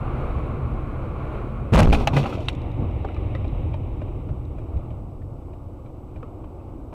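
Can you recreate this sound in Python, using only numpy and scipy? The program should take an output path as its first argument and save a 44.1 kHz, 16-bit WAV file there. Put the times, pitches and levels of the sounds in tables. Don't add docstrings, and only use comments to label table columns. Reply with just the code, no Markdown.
import sys
import numpy as np
from scipy import signal
from scipy.fft import rfft, irfft
from scipy.io import wavfile
from scipy.ndimage import uniform_filter1d

SR = 44100
rng = np.random.default_rng(int(sys.argv[2]) if len(sys.argv) > 2 else 0)


def generate_wav(signal):
    frames = np.transpose(np.atleast_2d(signal))
    scaled = np.clip(frames, -1, 1) * 32767
    pcm = np.round(scaled).astype(np.int16)
    wavfile.write(sys.argv[1], SR, pcm)


def invert_db(x):
    u = np.asarray(x, float) / 20
    return 10 ** u


N = 306042
SNOW_FROM_S = 2.3

# frequency in Hz, level in dB per Hz.
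SHARD_TONE = [(820, -15), (1400, -8), (1840, -16), (2030, -2), (2180, -8.5), (2520, 0.5), (2880, -6.5),
              (3400, -7.5), (4060, -11), (4850, -37.5), (5500, -16.5), (7150, -45), (12100, -120)]


def colour(x, tone):
    hz, db = np.transpose(tone)
    log_hz = np.log(np.maximum(np.arange(4097) * SR / 8192, 1))
    log_gain = np.interp(log_hz, np.log(hz), db, db[0] - 30, db[-1] - 30) * np.log(10) / 20
    cepstrum = irfft(log_gain)
    cepstrum[1:4096] *= 2
    cepstrum[4097:] = 0
    y = signal.fftconvolve(x, irfft(np.exp(rfft(cepstrum))))[:N]
    return y / np.std(y)


def band(x, lo_hz, hi_hz):
    y = signal.sosfilt(signal.butter(2, [lo_hz, hi_hz], "bandpass", fs=SR, output="sos"), x)
    return y / np.std(y)


def walk(rate):
    k = int(SR / rate)
    steps = np.repeat(rng.standard_normal(N // k + 1), k)
    return 1.3 * uniform_filter1d(uniform_filter1d(steps, k), k)[:N]


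def grit(per_s, spread_db, smooth):
    sizes = invert_db(spread_db * rng.exponential(size=N)) * rng.standard_normal(N)
    clicks = sizes * (rng.random(N) < per_s / SR)
    return clicks / np.std(clicks) + smooth * rng.standard_normal(N)


def ring(hz, t60, phase=0):
    t = np.arange(int(t60 * SR)) / SR
    contact_s = np.clip(1.3 / (hz or SR), 0.0009, 0.0022)
    push = np.sin(np.pi / 2 * np.minimum(t / contact_s, 1)) ** 2
    return np.sin(2 * np.pi * hz * t + phase) * np.exp(-np.log(1000) * t / t60) * push


def add(out, s, x):
    i = int(s * SR)
    out[i:i + len(x)] += x[:N - i]


def blows():
    # start in seconds, level in dB
    # before overload, # ring in Hz, decay time t60 in seconds, push direction (1 or -1).
    body_blows = [(1.722, -1.5, 105.1, 0.24, 1), (1.74, -1.5, 160.4, 0.36, 1), (1.752, 2.5, 55.3, 0.4, 1),
                  (1.785, -0.5, 196, 0.16, -1), (1.807, -1.5, 91.5, 0.23, 1), (1.819, -3, 152.8, 0.14, 1),
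                  (1.842, -1.5, 45, .05, -1), (1.855, 1, 25.5, 0.26, 1), (1.859, -5, 130, .02, -1),
                  (1.779, 1, 60, .03, 1), (1.87, -5, 70, .03, 1), (1.88, -1, 90, 0.04, 1),
                  (1.927, -1, 70, .03, 1), (1.89, 7, 51.3, 0.16, 1), (1.911, 4, 31.1, 0.081, 1),
                  (1.917, -7, 109, .03, -1), (1.922, 2.5, 70, 0.048, 1), (1.934, -6, 70, 0.03, -1),
                  (1.938, -2, 55, .06, 1), (1.958, -15, 252.6, 0.054, -1), (1.98, -19, 226, .06, 1),
                  (2.005, -15.5, 45, .08, -1), (2.033, -13, 60, .08, -1), (2.112, -17, 75, .05, 1),
                  (1.965, -13.5, 25, 0.16, -1), (1.999, -23, 133.4, 0.29, 1), (2.133, -12.5, 134, 0.2, 1),
                  (2.165, -6.5, 138, 0.2, -1), (2.171, -15.5, 241, 0.12, 1), (2.197, -19, 135, 0.049, 1),
                  (2.329, -28, 190.7, 0.31, 1), (2.795, -15.5, 122, 0.14, 1), (2.823, -14, 176, 0.033, -1),
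                  (2.841, -17.5, 69.4, 0.16, 1), (4.759, -16, 71, 0.22, 1)]
    out = np.zeros(N)
    for s, db, hz, t60, push in body_blows:
        add(out, s, push * invert_db(db) * ring(hz, t60))
    return out


def clangs():
    # start in seconds, level in dB, ring in
    # Hz, decay time t60 in seconds.
    panel_clangs = [(1.728, -19.5, 694, 0.041), (1.756, -1.5, 970, 0.016), (1.896, -22, 520, 0.03),
                    (1.97, -24, 422, 0.17), (2.327, -26, 1300, 0.035), (2.374, -23, 560, 0.088),
                    (2.39, -25.5, 620, 0.081), (3.088, -37, 1360, .04), (3.165, -34.5, 1200, 0.044),
                    (2.168, -19, 1030, .05), (2.2, -44, 1080, 0.058), (1.737, -7.5, 636, 0.047),
                    (1.78, -6.5, 500, 0.067), (1.77, -12.5, 970, 0.033), (1.796, -4.5, 700, 0.046),
                    (1.815, -12, 620, 0.041), (1.856, -13.5, 300, .04), (2.131, -20, 250, .12),
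                    (2.168, -19, 530, .05), (2.237, -24, 630, .06), (2.255, -25, 776, .04),
                    (1.934, -15, 820, .05), (2.83, -34, 1100, .05), (3.45, -34, 800, .05),
                    (2.257, -27.5, 1300, .06), (1.931, -18.5, 1300, 0.048), (1.957, -23, 810, .06),
                    (2.012, -28, 1250, 0.036), (2.142, -21.5, 790, 0.054), (2.1, -27, 610, .05),
                    (2.819, -27, 430, 0.054), (2.351, -35.5, 1300, .04), (2.165, -23, 2030, .04),
                    (2.13, -26.5, 930, .06), (2.79, -26.5, 330, .07), (2.835, -27.5, 260, 0.077),
                    (3.6, -32, 480, .05), (3.742, -29.5, 900, .04), (3.733, -43.5, 2450, .09),
                    (5.217, -54, 1800, .04), (6.6, -59, 2600, .04), (4.585, -55, 2400, 0.1),
                    (3.1, -30, 700, .05), (6.234, -49, 1300, 0.07), (6.925, -39, 940, .05),
                    (6.44, -38, 550, .04), (6.441, -41, 1020, 0.033), (6.231, -46, 790, .04),
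                    (4.017, -33, 600, 0.045), (5.863, -42, 560, .04), (3.447, -33, 455, .04),
                    (1.819, -10, 700, .04),
                    (1.7293, -17, 1150, .025), (1.745, -14, 1250, .025), (1.7575, -12, 1100, .025),
                    (1.772, -13, 1350, .025), (1.79, -9, 1150, .03), (1.801, -12, 1550, .025),
                    (1.811, -15, 1100, .03), (1.822, -16, 1300, .025), (1.83, -15, 1000, .03),
                    (1.873, -24, 1100, .03), (1.947, -23, 700, .06), (2.377, -26, 590, .06),
                    (2.168, -21, 800, .05), (6.232, -46, 1150, .07), (3.044, -27, 700, .04),
                    (3.146, -42, 2600, .03), (3.356, -38, 2000, .05)]
    out = np.zeros(N)
    for s, db, hz, t60 in panel_clangs:
        add(out, s, invert_db(db) * ring(hz, t60))
    return out


def bursts(level_db, share, linger):
    # start in seconds, level in dB, hold in seconds,
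    # decay time t60 in seconds, brightness in dB.
    crumple_bursts = [(1.724, -15.5, 0.078, 0.11, 0.5), (1.78, -30, 0.0088, 0.09, 9),
                      (1.815, -21.5, 0.043, 0.22, -2), (1.879, -23.5, 0.033, 0.17, 2),
                      (1.921, -22.5, .016, 0.12, 8.5), (1.952, -26.5, 0.007, 0.72, 0.5),
                      (1.731, -27.5, 0.029, .08, 9.5), (2.127, -32, 0.04, 0.19, 8),
                      (2.172, -31, .02, .3, 8.5), (2.252, -30, 0.017, 0.14, 3),
                      (2.158, -17.5, 0.0035, 0.058, -0.5), (2.196, -35.5, 0.09, 0.25, 4),
                      (2.318, -35, 0.02, .3, 4.5), (2.345, -38, .015, .3, 5.5),
                      (2.373, -33, 0.016, 0.25, 0), (2.395, -38.5, .015, .3, 5),
                      (2.45, -48.5, .02, 0.45, 8.5), (2.771, -40, 0.084, 0.33, -20)]
    attack_s = 0.0096
    t, power = np.arange(N) / SR, 0
    for s, db, hold, t60, bright_db in crumple_bursts:
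        rise = np.clip((t - s) / attack_s, 0, 1)
        fall_db = -60 * np.maximum(t - s - attack_s - hold, 0) / (t60 * linger)
        power = power + (rise * invert_db(db + level_db + share * bright_db + fall_db)) ** 2
    return np.sqrt(power)


def crumple():
    # level in dB, share of the burst's brightness, share of its decay time.
    materials = [
        (1, -0.14, 1.01),
        (-17.5, 0.99, .99),
        (-29, 0.96, 1.1),
    ]
    # frequency in Hz, level in dB per Hz.
    panel_tone = [(120, -31.5), (200, 0), (243, 3.5), (278, -3.5), (462, -7), (802, -11), (937, -15),
                  (1390, -22.5), (1800, -41), (2340, -55.5), (3960, -120)]
    # frequency in Hz, level in dB per Hz.
    dust_tone = [(2650, -36), (4500, 1.5), (4880, -6.5), (5750, -6.5), (15000, -23), (15400, -24),
                 (15900, -37.5)]
    panels, shards, dust = (bursts(*material) for material in materials)
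    snaps, specks = grit(2500, 2.2, 0.8), grit(3000, 1.8, 1.3)
    out = panels * colour(snaps, panel_tone)
    out += shards * colour(snaps, SHARD_TONE)
    out += dust * colour(specks, dust_tone)
    clumps = invert_db(2.1 * walk(45.34))
    return clumps * out


def puff(noise, s, sharp=1):
    i = int(s * SR)
    fade = ring(0, 0.049, np.pi / 2)
    return fade[:N - i] ** sharp * noise[i:i + len(fade)]


def hits():
    # start in seconds, click peak in dB, click in Hz,
    # knock in dB over the click, top (treble) in dB over the click.
    stiff_hits = [(1.8247, -17.5, 1920, 8.5, -17), (1.926, -15, 2410, 5.5, -20),
                  (2.132, -32, 2570, 8.5, -28), (2.168, -15.5, 2020, 4, -29),
                  (2.257, -26.5, 2640, 6.5, -30), (2.3246, -37, 2340, -2, -30.5),
                  (2.498, -36.5, 2570, -8, -26)]
    # start in seconds, click peak in dB, click in Hz,
    # knock in dB over the click, top (treble) in dB over the click.
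    soft_hits = [(1.737, -31.5, 1870, 23, -12), (1.7688, -17.5, 2050, 8, -27), (1.7986, -19.5, 2420, 5, -9),
                 (1.9084, -31, 2295, 8, -16.5), (1.7873, -11, 2230, 13.3, -9), (1.873, -44, 2340, 4, -27),
                 (2.2164, -46.5, 2380, 10, -21), (2.2378, -29, 2800, 9.4, -26.5),
                 (2.3794, -41.5, 2730, 8, -19)]
    # start in seconds, click peak in dB,
    # knock in dB over the click.
    wheel_knocks = [(3.085, -38.5, 5), (3.1632, -40, 8), (3.443, -38.5, 9), (3.7372, -39.5, 14),
                    (4.0144, -44, 16), (4.0817, -50, 8), (4.2865, -55.5, 24.5), (4.5813, -50, 19),
                    (4.7705, -49, 3), (4.9038, -49.5, 15), (5.218, -58, 18), (5.5323, -51.5, 12),
                    (5.8597, -52.5, 12), (6.1594, -46.5, 12.5), (6.4408, -50, 9), (6.9267, -50, 20)]
    rows = [(s, db, hz, 791, low, top) for s, db, hz, low, top in stiff_hits]
    rows += [(s, db, hz, 606, low, top) for s, db, hz, low, top in soft_hits]
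    return rows + [(s, db, 2387, 622, low, -31) for s, db, low in wheel_knocks]


def knocks(crack, rattle, thud):
    # frequency in Hz, level in dB.
    dash_modes = [(2050, -4.5), (2420, 3), (2600, -13), (2850, -3), (3110, -2), (3780, -9), (4200, -22)]
    t60_s, lag_s = 0.049, 0.003
    out = np.zeros(N)
    for s, db, click_hz, knock_hz, low_db, top_db in hits():
        add(out, s, invert_db(db - 2) * ring(click_hz, 0.5 * t60_s))
        for mode_hz, mode_db in dash_modes:
            detune, size = rng.standard_normal(2)
            mode = ring(mode_hz * (1 + 0.0327 * detune), 1.7 * t60_s)
            add(out, s, invert_db(db + mode_db + 2.8 * size - 14.5) * mode)
        knock_db = db + low_db
        add(out, s + lag_s, invert_db(knock_db - 2.5) * ring(knock_hz, 1.15 * t60_s))
        add(out, s + lag_s, invert_db(knock_db - 15.5) * puff(thud, s))
        add(out, s, invert_db(db - 16.5) * puff(rattle, s))
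        add(out, s + 2 * lag_s, -invert_db(knock_db - 2) * ring(192, 0.03))
        add(out, s, invert_db(db + top_db - 6.5) * puff(crack, s, 1.4))
    return out


def splinters(crack, chip):
    # start in seconds, peak in dB, ring in Hz, top (treble) in dB over the ring.
    splinter_hits = [(1.729, -15.5, 2520, -10.5), (1.7372, -13.5, 2340, -10.5), (1.745, -17, 2900, -12),
                     (1.7515, -15, 2500, -12), (1.7567, -13, 2690, -12), (1.762, -13, 3020, -8),
                     (1.7725, -14, 2400, -12), (1.7845, -12.5, 2000, -16), (1.7932, -11, 2610, -6.5),
                     (1.803, -11.5, 2600, -8.5), (1.8317, -14, 2600, -12), (1.848, -22, 2300, -20),
                     (1.898, -20, 2880, -22), (1.933, -19, 2450, -14), (1.9386, -20, 2700, -12),
                     (1.95, -27, 2500, -14), (2.176, -27, 2700, -14), (2.187, -30, 3100, -14),
                     (2.264, -31, 2900, -20), (2.352, -36, 2800, -20), (2.405, -34, 3000, -20),
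                     (2.4563, -39, 3700, -22), (2.5292, -38, 3740, -21), (2.55, -36.5, 3480, -15),
                     (2.617, -39, 3870, -16), (2.716, -43, 3750, -26), (2.9094, -49, 3620, -19),
                     (3.1447, -41, 3920, -16), (3.48, -40, 3880, -23), (4.4518, -47.5, 3800, -18),
                     (4.771, -52, 3770, -14), (6.114, -62, 3620, -11)]
    out = np.zeros(N)
    for s, db, hz, top_db in splinter_hits:
        add(out, s, invert_db(db - 4) * ring(hz, 0.016))
        add(out, s, invert_db(db - 18.5) * puff(chip, s, 2.1))
        add(out, s, invert_db(db + top_db - 2) * puff(crack, s, 4.1))
    return out


def pieces(crack, rattle, thud):
    # start in seconds, ring level in dB, crack in dB, thud in dB.
    landings = [
        (2.073, -9.5, -39, -17.5),
        (2.4845, -15.5, -41.5, -33),
        (3.047, -30, -76, -39),
        (3.35, -30.5, -66, -38),
        (6.229, -46.5, -80, -48),
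    ]
    # frequency in Hz, level in dB, decay time t60 in seconds.
    piece_modes = [
        [(688, -4.5, 0.13), (805, 3.5, 0.036), (1230, -7.5, 0.036), (2020, -12, 0.023), (2340, -9.5, 0.033), (2640, -1, 0.023), (2870, -6, 0.027), (2936, -15.5, 0.033), (4040, -17, 0.042)],
        [(874, -8.5, 0.025), (1030, -8.5, 0.018), (1870, -35, 0.22), (2720, 4, 0.011), (3020, -6.5, 0.019), (3456, -30.5, 0.037), (3770, 3.5, 0.011), (4400, -32, 0.071), (4620, -17.5, 0.015)],
        [(424, 11, 0.042), (560, 13.5, 0.026), (790, 9, 0.043), (1180, -3, 0.06), (1260, -3.5, 0.048), (1440, -8.5, .03)],
        [(538, 7.5, 0.06), (1250, -1.5, 0.046), (1940, -0.5, 0.039), (2370, -11, 0.046), (3700, -11, 0.026)],
        [(476, 15.5, 0.066), (1130, 8, .06), (1280, 12.5, 0.043), (1920, -11, .04), (2570, -3, .03), (3080, -10, .03)],
    ]
    out = np.zeros(N)
    for (s, db, crack_db, thud_db), modes in zip(landings, piece_modes):
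        for hz, mode_db, t60 in modes:
            add(out, s, invert_db(db + mode_db) * ring(hz, min(t60, 0.07)))
        add(out, s, invert_db(crack_db) * puff(crack, s, 1.1))
        add(out, s, invert_db(crack_db + 16.5) * puff(rattle, s))
        add(out, s, invert_db(thud_db) * puff(thud, s))
    return out


def debris():
    crack = band(rng.standard_normal(N), 4100, 9500)
    rattle = colour(rng.standard_normal(N), SHARD_TONE)
    thud = band(rng.standard_normal(N), 450, 1600)
    chip = band(rng.standard_normal(N), 3000, 6500)
    return knocks(crack, rattle, thud) + splinters(crack, chip) + pieces(crack, rattle, thud)


def surface_noise(tones):
    x = rng.standard_normal(N)
    on_asphalt = np.arange(N) < SNOW_FROM_S * SR
    return np.where(on_asphalt, colour(x, tones[0]), colour(x, tones[1]))


def road_gains():
    # time in seconds, tyre load in dB, surface roughness in dB.
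    roll_path = [(0, 0, 0.2), (.28, 3.5, -0.3), (.47, -0.5, 0), (.93, -1, -0.5), (1.15, -3, -0.5),
                 (1.35, 1.5, -2.5), (1.51, -2, -2), (1.7, -3.5, 3), (2.56, 0, -0.5), (2.92, 0, 0),
                 (3.3, 0.5, 0.7), (3.7, -2, 4), (4.03, -4, 3.5), (4.4, -6, 5.5), (4.76, -7, 3.5),
                 (5.04, -9.5, 4), (5.9, -9.5, 0.5), (6.5, -9.5, 1)]
    # time in seconds, swell (or dip, if
    # negative) of the rumble in dB.
    bumps = [(.37, 3), (.65, 4), (.742, 3), (.89, -2), (1.306, -1), (1.628, 0.5), (1.71, -9), (2.3, -8),
             (2.81, 4), (2.95, 3), (3.11, -7), (2.87, 3.5), (3.18, 1), (3.25, 2), (3.45, 2), (3.53, 1.5),
             (3.59, 1.5), (3.65, 2), (3.7, 1.5), (4.25, -3.5), (4.3, 5), (4.77, 7), (4.93, 5.5), (5.03, 5),
             (5.24, 5), (5.34, 4), (5.5, 3.5), (5.67, 3), (5.87, 1), (6.18, 6.5), (6.27, 0.5), (6.34, 0.5),
             (6.44, 2.5), (6.72, 2.5), (6.82, 1)]
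    # level on asphalt in dB, level on snow in dB,
    # dB per dB of tyre load on asphalt, the same on snow.
    road_layers = [
        (-26.5, -27, 0.43, 1.21),
        (-34.5, -36.5, 0.36, 0.59),
        (-34.5, -39.5, 0.87, 0.71),
        (-54, -54.5, 0.73, 1.84),
    ]
    bump_s = 0.022
    t = np.arange(N) / SR
    times, load_db, rough_db = np.transpose(roll_path)
    load, rough = np.interp(t, times, load_db), np.interp(t, times, rough_db)
    for s, db in bumps:
        rough = rough + db * np.exp(-0.5 * ((t - s) / bump_s) ** 2)
    gains = []
    for asphalt_db, snow_db, asphalt_slope, snow_slope in road_layers:
        on_asphalt, on_snow = asphalt_db + asphalt_slope * load, snow_db + snow_slope * load
        gains.append(invert_db(np.where(t < SNOW_FROM_S, on_asphalt, on_snow)))
    rumble, drone, roar, hiss = gains
    return rumble * invert_db(rough), drone * invert_db(0.073 * rough), roar, hiss


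def road():
    # frequency in Hz, level in dB per Hz.
    rumble_tones = [
        [(8.8, -31.5), (15, -7), (32, 0), (70, 1), (97, -4.5), (131, -1), (184, -19.5), (220, -11.5), (290, -40.5), (480, -120)],
        [(8.8, -37), (15, -9), (33, -3), (76, 0), (119, -3), (188, -19), (220, -18.5), (290, -44.5), (480, -120)],
    ]
    drone_tones = [
        [(100, -33.5), (170, 1), (188, -8), (231, 1.5), (280, -0.5), (319, 2.5), (424, -4.5), (499, -2), (620, -26.5), (810, -26.5), (1360, -120)],
        [(100, -30), (170, -10.5), (291, 1.5), (367, -1.5), (434, -10), (481, -4), (620, -23), (810, -37.5), (1360, -120)],
    ]
    roar_tones = [
        [(330, -25.5), (560, 1.5), (664, -1.5), (715, -2), (940, -6), (1130, -0.5), (1250, -6), (1410, -7), (1520, -15), (1800, -22.5), (2340, -27.5), (3960, -120)],
        [(330, -18), (560, 1), (652, -1.5), (705, -2), (882, -4), (973, -8), (1140, -7.5), (1420, -18.5), (1800, -39.5), (2340, -56), (3960, -120)],
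    ]
    hiss_tones = [
        [(1000, -37.5), (1700, -13), (1790, -11.5), (2210, 1.5), (2510, -1), (3450, -15), (3910, -15.5), (5050, -30.5), (13000, -35.5)],
        [(1000, -36), (1700, -8.5), (1760, -9), (2200, 0.5), (2420, -1), (2900, -3), (3310, -12), (3870, -10.5), (4100, -22), (4610, -28.5), (6000, -33.5), (7800, -56.5), (13200, -120)],
    ]
    rumble, drone, roar, hiss = road_gains()
    surface = walk(9.7)
    shake = surface_noise(rumble_tones)
    shake /= np.sqrt(uniform_filter1d(shake ** 2, int(0.07 * SR)) + 0.04)
    out = rumble * shake
    out += drone * invert_db(0.68 * walk(14) + 0.61 * surface - 2) * surface_noise(drone_tones)
    out += roar * invert_db(0.7 * walk(20) + 0.7 * surface - 4) * surface_noise(roar_tones)
    out += hiss * invert_db(0.43 * walk(25) + 1.2 * surface) * surface_noise(hiss_tones)
    return out


def scene():
    return (blows() + clangs() + crumple() + debris() + road())[None]


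def preamp_noise():
    # frequency in Hz, level in dB per Hz.
    preamp_tone = [(1760, -27), (3000, -7.5), (5160, -9), (7480, -11.5), (7690, -8.5), (8380, -11),
                   (14500, -11.5), (16500, -13.5)]
    whine = np.sqrt(2) * np.sin(2 * np.pi * np.cumsum(7870 + 15 * walk(30)) / SR)
    own = invert_db(-75.5) * colour(rng.standard_normal(N), preamp_tone) + invert_db(-85) * whine
    return signal.sosfilt(signal.ellip(10, 0.2, 60, 15150, fs=SR, output="sos"), own)


def overload(dry):
    clip_at, leak, leak_top = 0.3, 0.15, 0.02
    flat = np.clip(dry, -clip_at, clip_at)
    excess = dry - flat
    treble = excess - uniform_filter1d(excess, size=30)
    flat = flat + leak_top * np.tanh(leak / leak_top * treble)
    return signal.sosfilt(signal.butter(1, 0.6, "highpass", fs=SR, output="sos"), flat)


def low_pass(x):
    return signal.sosfilt(signal.butter(12, 16660, fs=SR, output="sos"), x)


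def record(dry):
    steep = signal.ellip(10, 0.2, 70, 15700, fs=SR, output="sos")
    mix = signal.sosfilt(steep, overload(dry) + preamp_noise())
    return low_pass(mix)


dry = scene()
out = record(dry)
generate_wav(out)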